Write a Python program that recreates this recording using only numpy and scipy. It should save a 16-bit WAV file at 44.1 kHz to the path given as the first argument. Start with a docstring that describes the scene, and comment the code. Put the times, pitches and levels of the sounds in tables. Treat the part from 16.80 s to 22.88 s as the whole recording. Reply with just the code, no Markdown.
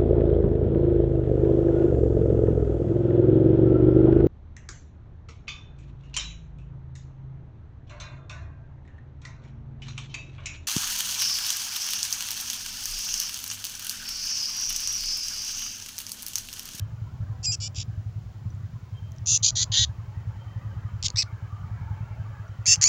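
"""A small bird in bare branches, close to the microphone, rasps groups of begging notes.
A fast membrane in its throat is shaken by a slower flap; moving bands of the windpipe colour the voice.
A far engine thumps about ten times a second as pushes into ringing exhaust modes; distant traffic
is a low filtered hiss, a far bird whistles a wavering sine, and a few twigs tick over a faint hiss."""
import sys
import numpy as np
from scipy import signal
from scipy.fft import rfft, irfft
from scipy.io import wavfile
from scipy.ndimage import uniform_filter1d

SR = 44100
rng = np.random.default_rng(int(sys.argv[2]) if len(sys.argv) > 2 else 0)


def inscribe(sig):
    """Save sig as 16-bit PCM at rate SR to the path in sys.argv[1].

    A 1-D sig is mono; a 2-D sig holds one channel per row.
    Samples are clipped to [-1, 1] before scaling.
    """
    pcm = np.round(np.clip(np.atleast_2d(sig).T, -1, 1) * 32767)
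    wavfile.write(sys.argv[1], SR, pcm.astype(np.int16))


N = 268128
TIME = np.arange(N) / SR

# begging notes of the near bird: (start [s], end [s])
NOTE_SPANS = [(.63, .755), (.802, .882), (.955, 1.034), (2.47, 2.576), (2.626, 2.707), (2.754, 2.843),
              (2.918, 3.05), (4.24, 4.274), (4.369, 4.431), (5.865, 5.953), (6.018, 6.095)]
# sputters where the voice catches or dies: (middle [s], level [dB], Gaussian half width [ms], membrane [Hz])
SPUTTERS = [(0.949, -43, 1.7, 1750), (2.461, -34, 1.6, 2700), (2.464, -26, 0.66, 2738),
            (2.8452, -49, 1.11, 2050), (4.2283, -26, 0.96, 2542), (4.2363, -28, 1.04, 2076),
            (4.284, -26, 1.17, 1897), (4.303, -28.5, 0.83, 2256), (4.36, -29, 1.02, 1840),
            (4.363, -24.5, 0.7, 1897), (5.8588, -25.5, 0.93, 2150), (5.8638, -20, 0.42, 2336),
            (5.958, -17.5, 0.33, 2380), (5.963, -31, 0.45, 1953), (6.015, -21, 1.2, 1806)]
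# the flap stops and the note clears: (start [s], end [s], membrane [Hz])
FLAP_STALLS = [(0.661, .718, 2471), (6.043, 6.058, 2207), (6.062, 6.072, 2330)]


def amp(db):
    """Decibels to gain."""
    return 10 ** (np.asarray(db) / 20)


def in_time(rows):
    """Columns of a table, after its time column, as curves over all samples."""
    times, *columns = np.transpose(rows)
    return [np.interp(TIME, times, column) for column in columns]


def gate(start, end, edge_s):
    """One between start and end, with short ramps."""
    return np.clip(np.minimum(TIME - start, end - TIME) / edge_s + .5, 0, 1)


def drift(rate_hz):
    """Random wander of spread 1: noise through a double one-pole low-pass."""
    pole = np.exp(-2 * np.pi * rate_hz / SR)
    settled = signal.lfilter([1], [1, -2 * pole, pole * pole], rng.standard_normal(N + SR))[SR:]
    return settled / settled.std()


def coloured(x, points):
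    """Filters x along a spectrum in dB per Hz, which holds outright for unit white noise."""
    hz = np.maximum(np.fft.rfftfreq(N, 1 / SR), 1)
    point_hz, point_db = np.transpose(points)
    db = np.interp(np.log(hz), np.log(point_hz), point_db, left=-200, right=-200)
    return irfft(rfft(x) * amp(db) * np.sqrt(SR / 2), N)


def evened(x):
    """Divides out the slow level but keeps the fast beating."""
    return x / np.sqrt(uniform_filter1d(x ** 2, size=500) + 1e-9)


def ring(clicks, hz, t60):
    """Two-pole resonator: a unit click starts a decaying sine of initial height 1."""
    radius, angle = amp(-60 / (t60 * SR)), 2 * np.pi * hz / SR
    return signal.lfilter([0, np.sin(angle)], [1, -2 * radius * np.cos(angle), radius ** 2], clicks + 1e-18)


def bird():
    """The near voice passes three windpipe bands that move with posture, shaped by notes and sputters."""
    # faint top of the voice, as the microphone colours it: (frequency [Hz], level against the note [dB per Hz])
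    faint_top = [(7600, -67.5), (8300, -66.5), (10300, -74), (10900, -90), (14000, -91.5), (15000, -78),
                 (15800, -74), (16300, -73)]
    # neck and beak: (from [s]; low [Hz], high [Hz], level against the note [dB] for each of
    # the chest, throat and beak bands; level of the faint top [dB])
    posture = [(0, 2250, 3900, -17, 4400, 6100, -2, 6500, 8100, -7, -6),
               (.78, 2420, 3900, -8, 4380, 5800, 2, 6700, 8300, -3, -18),
               (.92, 2380, 4070, -7.5, 4500, 6150, -3, 6600, 7600, -7.5, -16),
               (2.42, 2506, 3800, -21, 3570, 6500, -9.5, 5860, 7200, -1.1, 0.2),
               (2.6, 2450, 3646, -22.5, 3145, 4970, -4.5, 5720, 7176, -0.5, -3.5),
               (2.73, 1369, 4370, -20.5, 3130, 5140, -1.3, 5550, 7270, -0.2, -5.5),
               (2.89, 1424, 2700, -19.5, 2840, 4920, 1.4, 5820, 7075, -3, -4.5),
               (4.2, 2060, 3130, -19.5, 3068, 5200, -5, 5040, 7900, -4, 2),
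               (4.34, 1605, 2870, -15.5, 3560, 6100, -1.4, 7500, 8300, -19.5, -1.5),
               (5.8, 1549, 3720, -12.5, 4433, 5770, -3.5, 5910, 7500, -0.2, 6),
               (5.99, 1517, 3300, -14.5, 4053, 5753, -7, 5670, 7450, 0.2, 4.5)]
    # the voice cuts out for a moment: (start [s], end [s])
    voice_break = (4.416, 4.421)
    voice_top_hz = 8140   # the recorder drops the voice steeply; 30 dB down from here
    lumps_db = 5.5   # a fully rough voice stumbles in level by this spread
    stall_chest_db = -7   # chest band while the flap stands
    chest_opens_s, chest_shut_db = .04, -2   # the chest band comes in late
    edge_s = 0.00095

    level_db, pitch_hz, rough, flap_hz, swing_rad, choke = controls()
    voice = syrinx(pitch_hz, rough, flap_hz, swing_rad, choke)
    level_db = level_db + lumps_db * rough * (1 - stalled()) * drift(80)
    sounding = sum(gate(a, b, edge_s) for a, b in NOTE_SPANS) - gate(*voice_break, edge_s)
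    shape = amp(level_db) * sounding
    for s, db, half_ms, _ in SPUTTERS:
        shape += amp(db) * np.exp(-.5 * ((TIME - s) * 1000 / half_ms) ** 2)

    out = coloured(evened(voice), faint_top)
    top_cut = signal.cheby2(8, 30, voice_top_hz, fs=SR, output="sos")
    voice = signal.sosfilt(top_cut, voice)
    chest_db = stall_chest_db * stalled()
    for a, b in NOTE_SPANS:
        still_shut = np.clip(1 - (TIME - a) / chest_opens_s, 0, 1)
        chest_db = chest_db + chest_shut_db * gate(a, b, 0.0019) * still_shut
    starts = [round(row[0] * SR) for row in posture] + [N]
    for (_, *bands, faint_top_db), a, b in zip(posture, starts, starts[1:]):
        out[a:b] *= amp(faint_top_db)
        for (*band, db), more_db in zip(np.reshape(bands, (3, 3)), (chest_db[a:b], 0, 0)):
            sos = signal.butter(5, band, "band", fs=SR, output="sos")
            out[a:b] += amp(db + more_db) * evened(signal.sosfilt(sos, voice[a:b]))
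    return shape * out


def syrinx(hz, rough, flap_hz, swing_rad, choke):
    """Membrane overtones, swung in phase and choked by the flap; roughness shakes both oscillators."""
    still = stalled()
    held = sum(gate(a, b, .002) for a, b in NOTE_SPANS)
    depth = (1 - still) * (.25 + .75 * held)   # a sputter alone is hardly flapped
    rough = np.clip(rough, 0, 1) * (1 - 0.841 * still)
    still_pitch = sum(still_hz * gate(a, b, .003) for a, b, still_hz in FLAP_STALLS)
    hz = uniform_filter1d(hz, size=300) * (1 - still) + still_pitch

    flap = 2 * np.pi * np.cumsum(flap_hz * (1 + .45 * rough * drift(130))) / SR
    swing = swing_rad * depth * np.sin(flap + 1.03) + 1.65 * rough * drift(500)
    shaken_hz = hz * (1 + .007 * drift(41.4) + .05 * rough * drift(90.15))
    phase = 2 * np.pi * np.cumsum(shaken_hz) / SR + swing
    puffs = np.exp(choke * depth * np.cos(flap)) * amp(4.0 * rough * drift(500))
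    overtones = sum(np.cos(k * phase) for k in range(2, 7))
    return np.cos(phase) * puffs ** 0.31 + overtones * puffs   # the fundamental is choked least


def controls():
    """Every note follows the same arc: level, membrane pitch, roughness and flap as curves."""
    # arc of each note: (start to crest [s]; level after the attack, at the crest, before the release [dB];
    # membrane at the onset [Hz], rise [s], membrane held [Hz], at the end [Hz];
    # roughness early, late [0-1])
    notes = [(0.041, -31, -24, -28, 2520, 0.02223, 2750, 2560, .38, .16),
             (.043, -39, -36, -38, 2315, 0.034, 2350, 2500, .35, 0.15),
             (0.067, -35, -38.5, -37.5, 1750, 0.044, 1700, 1380, .6, .5),
             (.05, -19.5, -20, -18.5, 2550, .018, 2750, 2600, .45, 0.363),
             (0.064, -23.5, -20.5, -25.5, 2180, .045, 2480, 2250, .6, 0.2793),
             (0.064, -27, -25.5, -24, 1920, .056, 1980, 2150, 0.44, .24),
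             (0.051, -29, -22.5, -23, 1800, .08, 1915, 1850, .6, 0.1426),
             (0.013, -26, -30, -22, 1740, .015, 1780, 1746, .5, .45),
             (0.014, -19, -24, -22.5, 2200, .028, 2600, 1700, .25, .17),
             (0.061, -17, -17, -18.5, 2350, .015, 2720, 2750, .27, 0.194),
             (0.028, -18, -16, -18, 1870, .057, 2608, 2650, .7, 0.2)]
    # flap in each note: (rate at start [Hz], rate at end [Hz], phase swing [rad], airflow choking [nepers])
    flap_action = [(478.7, 545, .52, 1.7), (611.2, 580, 1.2, 1.3), (308.7, 290, 1.06, 0.476),
                   (727, 810, .82, .4), (522.3, 540, .53, .83), (391.7, 420, .77, 0.64),
                   (293.2, 350, -0.6, .41), (380, 360, 0.42, 1.02), (421, 395, 0.59, 1.8),
                   (866, 690, 0.078, 1.4), (584, 730, .65, .95)]
    attack_s, attack_db, release_s, release_db = 0.014, -8, 0.014, -6.5
    sag_s = .02   # pitch leaves the held value this long before the end
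    settle_share, end_rougher = .6, .2   # roughness reaches its late value, then frays

    level, rough, flap = [], [], []
    pitch = [(s, hz) for s, _, _, hz in SPUTTERS]
    for (a, b), note, (flap1, flap2, *act) in zip(NOTE_SPANS, notes, flap_action):
        crest, db1, db2, db3, hz1, rise, hz2, hz3, early, late = note
        level += [(a, db1 + attack_db), (a + attack_s, db1), (a + crest, db2)]
        level += [(b - release_s, db3), (b, db3 + release_db)]
        pitch += [(a, hz1), (a + rise, hz2), (max(b - sag_s, a + rise), hz2), (b, hz3)]
        rough += [(a, early), (a + settle_share * (b - a), late)]
        rough += [(b - sag_s, late), (b, late + end_rougher)]
        flap += [(a, flap1, *act), (b, flap2, *act)]
    return [curve for rows in (level, pitch, rough, flap) for curve in in_time(sorted(rows))]


def stalled():
    """One while the flap stands still."""
    return sum(gate(a, b, .003) for a, b, _ in FLAP_STALLS)


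def thicket(x):
    """Trunks and branches scatter a short noisy tail, added to the direct sound."""
    echo_db, echo_t60_s = -23.5, 0.11
    t = TIME[:SR // 4]
    tail = rng.standard_normal(len(t)) * amp(-60 * t / echo_t60_s) * (t > .003)
    return x + amp(echo_db) * signal.fftconvolve(x, tail / np.linalg.norm(tail))[:N]


def engine():
    """Each far firing is a soft push into three exhaust modes, over a rumble."""
    # thumps of the engine: (time [s], level before the mode shares [dB])
    thumps = [(.014, -23.5), (.114, -27.5), (0.211, -25), (0.316, -31.5), (0.398, -23.5), (0.492, -23.5),
              (.588, -28.5), (.681, -25), (.783, -26.5), (.879, -29.5), (0.972, -25.5), (1.075, -26.5),
              (1.17, -24), (1.256, -26), (1.354, -25.5), (1.452, -28.5), (1.55, -33.5), (1.652, -21.5),
              (1.734, -25.5), (1.831, -28.5), (1.931, -26.5), (2.024, -31), (2.12, -26), (2.217, -26.5),
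              (2.311, -29), (2.408, -27.5), (2.512, -25.5), (2.604, -27.5), (2.717, -27.5), (2.805, -25.5),
              (2.893, -23), (2.988, -20.5), (3.087, -25.5), (3.18, -26.5), (3.275, -28.5), (3.366, -24),
              (3.466, -24.5), (3.562, -28), (3.659, -30), (3.755, -24.5), (3.844, -26), (3.962, -25),
              (4.043, -24.5), (4.131, -25), (4.237, -26), (4.337, -22.5), (4.43, -28), (4.523, -25.5),
              (4.62, -26), (4.722, -26), (4.813, -25.5), (4.906, -25), (5.008, -27), (5.103, -23.5),
              (5.202, -22.5), (5.302, -26.5), (5.39, -24), (5.492, -30), (5.592, -28), (5.688, -29),
              (5.783, -25.5), (5.876, -26.5), (5.972, -26)]
    # ringing exhaust modes: (frequency [Hz], decay by 60 dB [s], level against the thump [dB])
    exhaust = [(75.4, 0.37, -8), (105.9, 0.14, 4.5), (138.3, 0.14, 3)]
    # further share of the lowest mode, before its random spread: (time [s], level [dB])
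    low_mode = [(0, -19), (.45, -3), (.65, -10), (1.5, -17), (1.72, -11), (1.95, -11), (2.89, -15.5),
                (2.987, 8), (3.15, -6), (3.95, -14), (4.13, 1.5), (4.45, -5), (4.7, -8.5), (6.08, -8)]
    # rumble spectrum before its slow wander: (frequency [Hz], level [dB per Hz])
    rumble = [(20, -89), (45, -68.5), (80, -59.5), (110, -57), (150, -67.5), (250, -83), (330, -90),
              (450, -100)]
    low_spread_db, high_mode_db, high_spread_db = 3, -14, 4

    s, thump_db = np.transpose(thumps)
    low, high = rng.standard_normal((len(s), 2)).T
    low_db = np.interp(s, *np.transpose(low_mode)) + low_spread_db * low
    high_db = high_mode_db + high_spread_db * high
    push = np.hanning(int(0.013 * SR))
    out = coloured(rng.standard_normal(N), rumble) * amp(2.1 * drift(2.8))
    for (hz, t60, db), share_db in zip(exhaust, (low_db, 0, high_db)):
        clicks = np.zeros(N)
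        clicks[(s * SR).astype(int)] = amp(thump_db + share_db + db)
        swell = push * np.cos(2 * np.pi * hz * TIME[:len(push)])   # drives the mode up over its length
        out += ring(signal.fftconvolve(clicks, 2 * swell / push.sum())[:N], hz, t60)
    return out


def traffic():
    """Distant traffic: a soft low hiss that swells and fades unevenly."""
    # balance of the hiss, made to unit level later: (frequency [Hz], relative level [dB per Hz])
    hiss_spectrum = [(200, -6.5), (400, -4), (600, 4), (900, 3.5), (1300, 3), (2000, -6), (3200, -16.5)]
    # swells before the final gain: (time [s], level of the low part [dB], level of the high part [dB])
    swells = [(0, -63.5, -60.5), (.6, -59, -62), (1.5, -64.5, -65), (2.3, -63.5, -63.5), (2.9, -58, -57),
              (3.3, -60.5, -59.5), (3.7, -57.5, -57.5), (4.2, -60.5, -56.5), (4.8, -60, -56),
              (5.4, -55.5, -54.5), (5.8, -61, -57.5), (6.08, -55.5, -50.5)]
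    gain_db, split_hz = 8.0, 850

    hiss = coloured(rng.standard_normal(N), hiss_spectrum)
    low_db, high_db = in_time(swells)
    edges, out = np.geomspace(200, 3300, num=19), 0
    for low, high in zip(edges, edges[1:]):
        sos = signal.butter(2, [low, high], "band", fs=SR, output="sos")
        swell_db = low_db if high < split_hz else high_db
        wander_db = 1.9 * drift(3) + 1.8 * drift(20)
        out = out + signal.sosfilt(sos, hiss) * amp(swell_db + wander_db)
    return amp(gain_db) * out / hiss.std()


def whistles():
    """A far bird holds a thin wavering sine that swells and fades."""
    # phrases, before the wavering: (start [s], crest [s], end [s], pitch [Hz], rms level at the crest [dB])
    phrases = [(0, .02, .09, 3100, -65), (2.124, 2.188, 2.216, 3160, -57), (2.216, 2.24, 2.40, 3165, -62),
               (3.6, 3.62, 3.656, 3140, -61), (3.656, 3.68, 3.86, 3130, -64.5)]
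    fade_db = -17.5   # at both ends, against the crest

    rows = []
    for a, crest, b, hz, db in phrases:
        rows += [(a, hz, db + fade_db), (crest, hz, db), (b, hz, db + fade_db)]
    hz, db = in_time(rows)
    on = sum(gate(a, b, .01) for a, _, b, *_ in phrases)
    phase = 2 * np.pi * np.cumsum(hz * (1 + 0.0037 * drift(16.02))) / SR
    return on * np.sqrt(2) * amp(db + 2.0 * drift(30)) * np.sin(phase)


def twigs():
    """Each tick is a click with a brief ring, and a broad crack on top."""
    # ticks: (time [s], ring level [dB], pitch [Hz], decay by 60 dB [s], crack against the ring [dB])
    ticks = [(1.704, -52, 5915, 0.033, -12), (1.749, -54, 7160, 0.0095, -10),
             (2.3198, -40.5, 6200, 0.0059, 2), (2.3632, -47, 6060, 0.0069, -9),
             (2.3842, -39.5, 5690, 0.0072, -14), (5.681, -55, 5840, 0.028, -9)]
    out = np.zeros(N)
    for s, db, hz, t60, crack_db in ticks:
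        click = amp(db) * (np.arange(N) == round(s * SR))
        out += ring(click, hz, t60) + amp(crack_db) * np.diff(click, prepend=0)
    return out


def background_hiss():
    """Steady faint background hiss, coloured by the microphone: filtered white noise."""
    # spectrum of the hiss: (frequency [Hz], level [dB per Hz])
    floor_spectrum = [(300, -88.5), (1500, -99.5), (3500, -104), (7200, -107), (7800, -117), (9500, -120),
                      (14000, -121), (15000, -112), (15800, -110), (16300, -116)]
    return coloured(rng.standard_normal(N), floor_spectrum)


def scene():
    """All sources at one microphone; only the birds and twigs get the tail of the branches."""
    among_branches = thicket(bird() + twigs() + whistles())
    return (among_branches + engine() + traffic() + background_hiss())[None]


def record(dry):
    """The microphone drops the deepest bass; the top is cut."""
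    thin = signal.sosfilt(signal.butter(2, 48, "high", fs=SR, output="sos"), dry)
    top_cut = signal.cheby2(26, 60, 16100, fs=SR, output="sos")   # 60 dB down from 16100 Hz
    return signal.sosfilt(top_cut, thin)


dry = scene()
out = record(dry)
inscribe(out)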